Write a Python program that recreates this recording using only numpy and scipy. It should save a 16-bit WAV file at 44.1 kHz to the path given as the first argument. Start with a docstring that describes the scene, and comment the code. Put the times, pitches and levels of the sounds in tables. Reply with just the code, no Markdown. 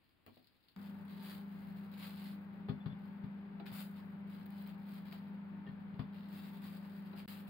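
"""A quiet kitchen and taps on a cutting board; then the scene changes, and an extractor fan hums on. Sushi
rolls are peeled out of cling film and set on a china plate on a steel counter. The fan mixes motor hum, blade
tone and duct air. The film crackles and snaps as its creases buckle. Rolls and hands bump plate and counter,
which ring in damped modes."""
import sys
import numpy as np
from scipy import signal
from scipy.fft import rfft, irfft, next_fast_len
from scipy.io import wavfile
from scipy.ndimage import map_coordinates

SR = 44100
rng = np.random.default_rng(int(sys.argv[2]) if len(sys.argv) > 2 else 0)


def waveform_to_disk(signal):
    """Save audio, clipped to [-1, 1], as 16-bit WAV at the path in sys.argv[1]."""
    frames = np.transpose(np.atleast_2d(signal))
    scaled = np.clip(frames, -1, 1) * 32767
    samples = np.round(scaled).astype(np.int16)
    wavfile.write(sys.argv[1], SR, samples)


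N = 330309

# Levels are relative within a table; each source adds its own gain.
# noise spectra (frequency [Hz], density [dB])
ROOM_SPECTRUM = [(20, 8), (60, 6), (130, 3.5), (260, 4.5), (500, -5.5), (1000, -7.5), (2600, -8),
                 (4500, -14.5), (7000, -16), (11000, -17.5), (16000, -25)]
AIR_SPECTRUM = [(20, -28.5), (55, -16), (95, 3.5), (200, 6), (320, 0), (480, -2.5), (900, -1.5),
                (1600, -4.5), (2300, -9.5), (3200, -18.5), (4500, -26.5), (8000, -43.5), (16000, -45.5)]
FOLD_SPECTRUM = [(150, -29.5), (500, -2.5), (1200, 0.5), (2200, 1), (3600, -0.5), (5000, -1), (6500, -4.5),
                 (9000, -21.5)]
CREASE_SPECTRUM = [(3500, -58), (5500, 3), (7200, 4), (10000, 2.5), (13000, 0), (16000, -8)]
FIZZ_SPECTRUM = [(6000, -30.5), (9000, -15.5), (12000, -7), (15500, -5)]
# body modes (frequency [Hz], level [dB], t60 [s])
BOARD_MODES = [(105, 3, 0.23), (247, 10, 0.091), (312, 2, .1), (414, -6, 0.13), (640, 0, 0.065),
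               (756, -12, .08), (1170, -18, 0.043)]
COUNTER_MODES = [(79.6, -11.5, 0.23), (115, -5.5, 0.14), (126.4, 10, 0.089), (147.5, 5.5, 0.19),
                 (251, 1.5, 0.18)]
PLATE_LOW_MODES = [(263, 1, 0.044), (405, 3, 0.13), (517, -6.5, 0.082), (660, -5, 0.09), (807, -0.5, 0.053),
                   (953, -5, 0.068), (1106, -7.5, 0.07), (1200, -5.5, 0.1)]
PLATE_HIGH_MODES = [(1675, -2, 0.19), (2810, 1.5, 0.081), (3270, -4.5, .09), (3490, -5.5, 0.11),
                    (3500, 3, 0.12), (4750, -6.5, 0.076)]
TRAY_MODES = [(329.3, 6, 0.076), (390, 4, 0.07), (533, -5, 0.21), (685, 6.5, 0.053), (813, -0.5, 0.12),
              (985, -12, 0.092), (1220, -18, 0.049), (1370, -7, 0.24), (2310, -10, .1)]
# light impacts (time [s], level [dB])
BOARD_TAPS = [(0.264, -44), (0.278, -44), (0.37, -48.5)]
BOARD_TICKS = [(0.444, -61), (0.471, -55.5), (0.685, -55)]
TRAY_KNOCKS = [(3.599, -41.5), (5.125, -50), (7.132, -46)]
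# fingers beside the board (start [s], length [s], level [dB])
FINGER_BRUSHES = [(0, 0.1, -86.5), (0.284, 0.09, -76), (0.4, .25, -85), (0.66, .04, -79.5)]
# fan harmonics (multiple, level [dB], waver [dB], left minus right [dB])
MOTOR_HARMONICS = [(1, -69.5, 1.5, 1), (2, -47, 0.9, -2.5), (3, -73.5, 3.5, -6.5), (4, -77.5, 3.5, -0.5),
                   (8, -79, 3, 6), (9, -79, 5, -1)]
ROTOR_HARMONICS = [(1, -74.5, 2, 2.5), (4, -55.5, 1.5, 3.5)]
# duct air resonances (centre [Hz], width [Hz], level [dB])
DUCT_MODES = [(163.2, 15.7, -0.5), (238.8, 18.7, -2), (389, 35, -13.5), (590, 22, -16.5), (834, 48, -22.5),
              (928, 130, -22), (1030, 230, -39), (1480, 210, -27.5)]
# pulls and squeezes (start [s], length [s], crackle [dB], rustle over crackle [dB])
FILM_PULLS = [(0.76, .13, -73.5, 2.5), (0.9, .3, -82, 1), (1.08, .14, -76.5, 6.5), (1.22, 0.097, -63, 0.5),
              (1.34, 0.039, -71.5, 1.5), (1.438, .42, -79, 3), (1.91, 0.09, -73.5, 5.5),
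              (1.966, .115, -63.5, 2.5), (2.1, 0.22, -69.5, 2.5), (2.357, 1, -94.5, 4.5),
              (2.96, 0.14, -88.5, 7), (3.653, 0.02, -64.5, 6.5), (3.714, 0.098, -57.5, -3),
              (3.925, 0.057, -78, 6), (4.263, 0.15, -76.5, 5), (4.48, .21, -75.5, 4), (4.694, .17, -87, 5),
              (4.86, 0.12, -73, 3.5), (5.039, 0.099, -76, 7.5), (5.111, 0.024, -70.5, 6.5),
              (5.21, 0.027, -84.5, 6), (5.264, .83, -97, 5), (6.113, 0.14, -82.5, 9.5),
              (6.28, 0.12, -68.5, 2), (6.41, 0.16, -73, 4), (6.598, 0.16, -69, 3), (6.724, .1, -75.5, 4),
              (6.802, .31, -79.5, 4), (7.15, 0.045, -69.5, 5.5), (7.262, 0.063, -60, 0),
              (7.34, 0.045, -68.5, -0.5), (7.465, .03, -66.5, 0.5)]
# loudest creases (time [s], bright part [dB], dull part [dB])
FILM_SNAPS = [(0.763, -48, -43), (1.1134, -50, -58), (1.297, -45, -45), (1.917, -47, -52),
              (2.0284, -46, -41), (2.0687, -40, -41), (3.7179, -47, -48), (3.8158, -48, -39),
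              (4.4593, -46, -53), (4.464, -45, -52), (4.505, -44, -56), (4.6249, -46, -53),
              (4.6745, -48, -53), (5.1265, -45, -42.5), (7.2852, -45.5, -42)]
# bumps on plate and counter (time [s], knock [dB], thud [dB], contact [dB])
PLATE_BUMPS = [(2.685, -34.5, -61, -57), (2.693, -40, -41.5, -55.5), (2.859, -42, -45, -56.5),
               (2.922, -57, -56.5, -67), (3.238, -52, -50.5, -65.5), (3.715, -45, -55.5, -64),
               (5.665, -45, -62.5, -67.5), (5.688, -54, -51.5, -66.5), (5.94, -49, -56, -70),
               (5.993, -41, -43.5, -53)]
# plate rocking on its foot (time [s], frequency [Hz], level [dB])
PLATE_CLINKS = [(2.803, 3460, -67.5), (2.898, 3470, -66.5), (5.665, 2783, -68), (5.666, 3240, -65),
                (5.672, 1810, -55.5)]
# kitchen reverberation (frequency [Hz], t60 [s])
KITCHEN_DECAY = [(150, .3), (1500, 0.15), (5000, 0.18), (15000, .13)]
# microphone port response (frequency [Hz], gain [dB])
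PORT_RESPONSE = [(25, -14.5), (50, -4.5), (75, 1), (4400, 1), (5000, -2.5), (5350, -15), (5700, -23.5),
                 (6700, -17), (7500, -12.5), (10000, -8), (12500, -4.5), (15700, 1.5)]
# port imbalance (frequency [Hz], left minus right [dB])
PORT_BALANCE = [(250, 3.5), (500, 1.5), (5000, 2), (6200, 3), (7600, 1), (10000, -0.5), (12500, 3),
                (15700, 14)]

FAN_ON_S = 0.76  # film handling starts here too


def amp(db):
    """Decibels to gain."""
    return 10 ** (np.asarray(db) / 20)


def unit(x):
    """Scale to rms 1."""
    return x / np.sqrt(np.mean(x ** 2) + 1e-20)


def along(points, hz):
    """Interpolate (frequency [Hz], value) points on a log axis."""
    point_hz, values = np.transpose(points)
    return np.interp(np.log(hz + 1), np.log(point_hz), values)


def clock():
    """Sample times [s]."""
    return np.arange(N) / SR


def wobble(knots_per_s):
    """Smooth random curve."""
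    grid_s = np.linspace(0, N / SR, N // 128)
    knots = rng.standard_normal(int(N * knots_per_s / SR) + 4)
    return np.interp(clock(), grid_s, map_coordinates(knots, [grid_s * knots_per_s]))


def filtered(x, response):
    """Apply the gain response(hz)."""
    size = next_fast_len(N + SR // 2, True)
    return irfft(rfft(x, size) * response(np.fft.rfftfreq(size, 1 / SR)), size)[..., :N]


def coloured(x, points):
    """Minimum-phase filter through (frequency [Hz], gain [dB]) points."""
    size = 4096
    cepstrum = irfft(np.log(amp(along(points, np.fft.rfftfreq(size, 1 / SR)))))
    cepstrum[1:size // 2] *= 2
    cepstrum[size // 2 + 1:] = 0
    impulse = irfft(np.exp(rfft(cepstrum)))
    return signal.oaconvolve(np.atleast_2d(x), impulse[None], axes=1)[:, :N]


def panned(x, left_db):
    """Pan by left minus right level."""
    return x * amp([[left_db / 2], [-left_db / 2]])


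def off_axis(x, left_db, left_lead_s):
    """Pan by level and arrival time."""
    left, right = panned(x, left_db)
    return np.array([left, np.interp(clock() - left_lead_s, clock(), right)])


def stereo_noise(correlation):
    """White noise, partly common to both channels."""
    common = np.sqrt(correlation) * rng.standard_normal(N)
    return common + np.sqrt(1 - correlation) * rng.standard_normal((2, N))


def add(track, time_s, sound):
    """Mix a sound into a track."""
    part = track[..., round(time_s * SR):][..., :sound.shape[-1]]
    part += sound[..., :part.shape[-1]]


def ring(modes, attack_s, spread_db=2):
    """Struck body: damped modes, strengths scattered per blow and channel."""
    t = np.arange(SR // 3) / SR
    norm = np.sqrt(sum(amp(db) ** 2 for _, db, _ in modes))
    tones = 0
    for hz, db, t60_s in modes:
        envelope = amp(db + rng.normal(0, spread_db, (2, 1)) - 60 * t / t60_s)
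        tones += envelope * np.sin(2 * np.pi * hz * t)
    return tones / norm * (1 - np.exp(-t / attack_s))


def burst(t60_s):
    """Decaying stereo noise."""
    t = np.arange(SR // 4) / SR
    return amp(-60 * t / t60_s) * rng.standard_normal((2, len(t)))


def buckles(rate_per_s, spread_db, decay_s):
    """Envelope of tiny random pops: many weak, a few strong."""
    sizes = amp(spread_db * np.minimum(rng.standard_normal(N), 2))
    impulses = (rng.random(N) < rate_per_s / SR) * sizes ** 2
    power = signal.lfilter([1], [1, -np.exp(-2 / (decay_s * SR))], impulses)
    return unit(np.sqrt(np.abs(power) / rate_per_s))


def stroke(start_s, length_s):
    """Power of one hand movement: takes up slack, grips, holds, relaxes fast, settles slowly."""
    slack_s, grip_share = 0.0053, 0.092
    relax_db_per_s, settle_db_per_s, settle_drop_db = 259, 51.5, 16.5
    t = np.maximum(clock() - start_s, 0)
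    grip = 1 - np.exp(-t / (slack_s + grip_share * length_s))
    after_s = np.maximum(t - length_s, 0)
    fall_db = np.minimum(relax_db_per_s * after_s, settle_db_per_s * after_s + settle_drop_db)
    return (grip * amp(-fall_db)) ** 2


def in_kitchen(x, wet_db):
    """Add reflections off counter and tiles; a new tail every 1/3 s."""
    step = SR // 3
    starts = range(0, N, step)
    hz, t, spectra = signal.stft(rng.standard_normal((len(starts), 2, step)), SR, nperseg=256)
    decay = amp(-60 * t / along(KITCHEN_DECAY, hz)[:, None])
    tails = signal.istft(spectra * decay, SR, nperseg=256)[1]
    wet = np.zeros((2, N))
    for start, tail in zip(starts, tails):
        impulse = tail / np.linalg.norm(tail[0])
        add(wet, start / SR, signal.fftconvolve(x[:, start:start + step], impulse, axes=1))
    return x + amp(wet_db) * wet


def room_tone():
    """Faint steady kitchen noise."""
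    return amp(-75.5) * unit(coloured(stereo_noise(correlation=0.22), ROOM_SPECTRUM))


def board():
    """Something lands on the plastic board with a dull clack; fingers rustle beside it."""
    taps, clatter, ticks = np.zeros((3, 2, N))
    for time_s, db in BOARD_TAPS:
        add(taps, time_s, amp(db - 11) * ring(BOARD_MODES, attack_s=0.00078))
        add(clatter, time_s, amp(db - 7.5) * burst(t60_s=0.044))
    add(taps, BOARD_TAPS[0][0], amp(-52) * burst(t60_s=0.0066))  # hard edge lands first
    for time_s, db in BOARD_TICKS:
        add(ticks, time_s, amp(db + 0.5) * burst(t60_s=0.013))
    touch_power = sum(amp(db + 6.5) ** 2 * stroke(start_s, length_s)
                      for start_s, length_s, db in FINGER_BRUSHES)
    grain = buckles(rate_per_s=330, spread_db=5, decay_s=0.00091)
    rustle = np.sqrt(touch_power) * grain * stereo_noise(correlation=0.2) * (clock() < FAN_ON_S)
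    fingers = coloured(rustle + ticks, [(500, -19), (2500, -4.5), (4500, 4), (7000, -6.5),
                                        (15000, -6.5)])
    clack = coloured(clatter, [(100, 3), (300, 3.5), (750, 6.5), (1500, -7), (3000, -5.5),
                               (6000, -34), (15000, -31.5)])
    return in_kitchen(taps + clack + fingers, wet_db=0)


def duct_response(hz):
    """Duct air: band-pass resonances of alternating sign."""
    return sum((-1) ** k * amp(db) * 1j * hz * width_hz / (centre_hz ** 2 - hz ** 2 + 1j * hz * width_hz)
               for k, (centre_hz, width_hz, db) in enumerate(DUCT_MODES))


def fan(hum_hz=100, shaft_hz=43.6, onset_s=0.0029):
    """Magnetic motor hum beats against the four-blade rotor's tone; air rushes through the duct."""
    tones = 0
    for base_hz, harmonics in ((hum_hz, MOTOR_HARMONICS), (shaft_hz, ROTOR_HARMONICS)):
        for multiple, db, waver_db, left_db in harmonics:
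            phase = 2 * np.pi * multiple * base_hz * clock() + 0.13 * waver_db * wobble(7.7)
            tones += panned(amp(db + waver_db * wobble(9)) * np.sin(phase), left_db)
    drone = amp(-61) * unit(filtered(stereo_noise(correlation=0.54), duct_response))
    air = amp(-63) * unit(coloured(stereo_noise(correlation=0.23), AIR_SPECTRUM))
    air *= amp(0.19 * wobble(15))
    flow = off_axis(drone + air, left_db=2, left_lead_s=0.00015)
    return (tones + flow) * np.clip((clock() - FAN_ON_S) / onset_s, 0, 1)


def film_levels_db(idle_crackle_db=-101.5, idle_rustle_db=-88.5):
    """Crackle and rustle levels: pulls add in power; the film sticks and gives."""
    crackle_power, rustle_power = amp(idle_crackle_db) ** 2, amp(idle_rustle_db) ** 2
    for start_s, length_s, db, rustle_over_db in FILM_PULLS:
        power = amp(db) ** 2 * stroke(start_s, length_s)
        crackle_power += power
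        rustle_power += amp(rustle_over_db) ** 2 * power
    stick_slip_db = 1.5 * wobble(knots_per_s=35)
    return 10 * np.log10([crackle_power, rustle_power]) + stick_slip_db


def film(crackle_db, rustle_db, firm_pull_db=-71.5):
    """Harder pulls pop more and louder creases: broad ones rustle, small crackle, the tiniest fizz."""
    effort_db = np.clip(crackle_db, -85, -55) - firm_pull_db
    creases_per_s = 2000 * amp(0.61 * effort_db)
    pops = buckles(creases_per_s, spread_db=5.5, decay_s=0.0004) * (clock() > FAN_ON_S)

    def creases(spectrum):
        return unit(coloured(pops * stereo_noise(correlation=0.2), spectrum))

    rustle = amp(rustle_db + 0.5) * creases(FOLD_SPECTRUM)
    crackle = amp(crackle_db + 2.5) * creases(CREASE_SPECTRUM)
    fizz = amp(crackle_db - 0.27 * effort_db) * creases(FIZZ_SPECTRUM)  # larger share at a light touch
    return in_kitchen(rustle + crackle + fizz, wet_db=-1)


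def snaps(crackle_db, strays_per_s=12, over_crackle_db=14.5, scatter_db=1):
    """Stiff creases flip at once and click: listed ones, plus strays that scale with the pull."""
    draws = rng.random((300, 3))
    times_s = FAN_ON_S - np.cumsum(np.log(1 - draws[:, 0])) / strays_per_s  # Poisson arrivals
    levels_db = np.interp(times_s, clock(), crackle_db)[:, None] + over_crackle_db
    levels_db = levels_db + scatter_db * (2 * draws[:, 1:] - 1)
    strays = [(time_s, bright_db, dull_db - 3)
              for time_s, (bright_db, dull_db) in zip(times_s, levels_db) if time_s < N / SR]
    bright, dull = np.zeros((2, 2, N))
    for time_s, bright_db, dull_db in FILM_SNAPS + strays:
        add(bright, time_s, amp(bright_db) * burst(t60_s=0.0033))
        add(dull, time_s, amp(dull_db) * burst(t60_s=0.006))
    bright = coloured(bright, [(3500, -24), (7000, -5), (10000, -3), (15000, 0)])
    return in_kitchen(bright + coloured(dull, FOLD_SPECTRUM), wet_db=-7)


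def bumps():
    """Soft loads thud through the counter; the plate knocks and clinks; a hand knocks the tray beside the plate
    as it reaches for the next roll."""
    thuds, knocks, contact = np.zeros((3, 2, N))
    for time_s, knock_db, thud_db, contact_db in PLATE_BUMPS:
        add(thuds, time_s, amp(thud_db + 12.5) * ring(COUNTER_MODES, attack_s=0.0056))
        add(knocks, time_s, amp(knock_db - 8.5) * ring(PLATE_LOW_MODES, attack_s=0.00093))
        add(knocks, time_s, amp(contact_db - 8.5) * ring(PLATE_HIGH_MODES, attack_s=0.0005))
        add(contact, time_s, amp(contact_db + 4) * burst(t60_s=0.054))
    for time_s, hz, db in PLATE_CLINKS:
        add(knocks, time_s, amp(db) * ring([(hz, 0, 0.07)], attack_s=0.0011))
    for time_s, db in TRAY_KNOCKS:
        add(knocks, time_s, amp(db - 4) * ring(TRAY_MODES, attack_s=0.0022))
        add(contact, time_s, amp(db - 11.5) * burst(t60_s=0.038))
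    contact = coloured(contact, [(200, 3), (1200, 11.5), (2500, 3), (4500, -0.5), (7000, -20.5),
                                 (15000, -19.5)])
    thuds = off_axis(thuds, left_db=5, left_lead_s=-0.00041)
    return thuds + in_kitchen(panned(knocks + contact, left_db=2), wet_db=-1)


def scene():
    """All sources at the two microphone ports."""
    crackle_db, rustle_db = film_levels_db()
    return film(crackle_db, rustle_db) + bumps() + board() + fan() + room_tone() + snaps(crackle_db)


def record(dry):
    """Brief dropout, port colouring, band limit."""
    gap_start_s, gap_end_s, ramp_s = 7.26, 7.279, 0.002
    top_hz, edge_hz = 15780, 200
    outside_gap_s = np.maximum(gap_start_s - clock(), clock() - gap_end_s + ramp_s)
    gate = np.clip(outside_gap_s / ramp_s, 0.01, 1)

    def balance_and_band(hz):
        lowpass = np.clip((top_hz - hz) / edge_hz + 0.5, 0, 1)
        return amp(along(PORT_BALANCE, hz) * np.array([[0.5], [-0.5]])) * lowpass

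    return filtered(coloured(dry * gate, PORT_RESPONSE), balance_and_band)


dry = scene()
out = record(dry)
waveform_to_disk(out)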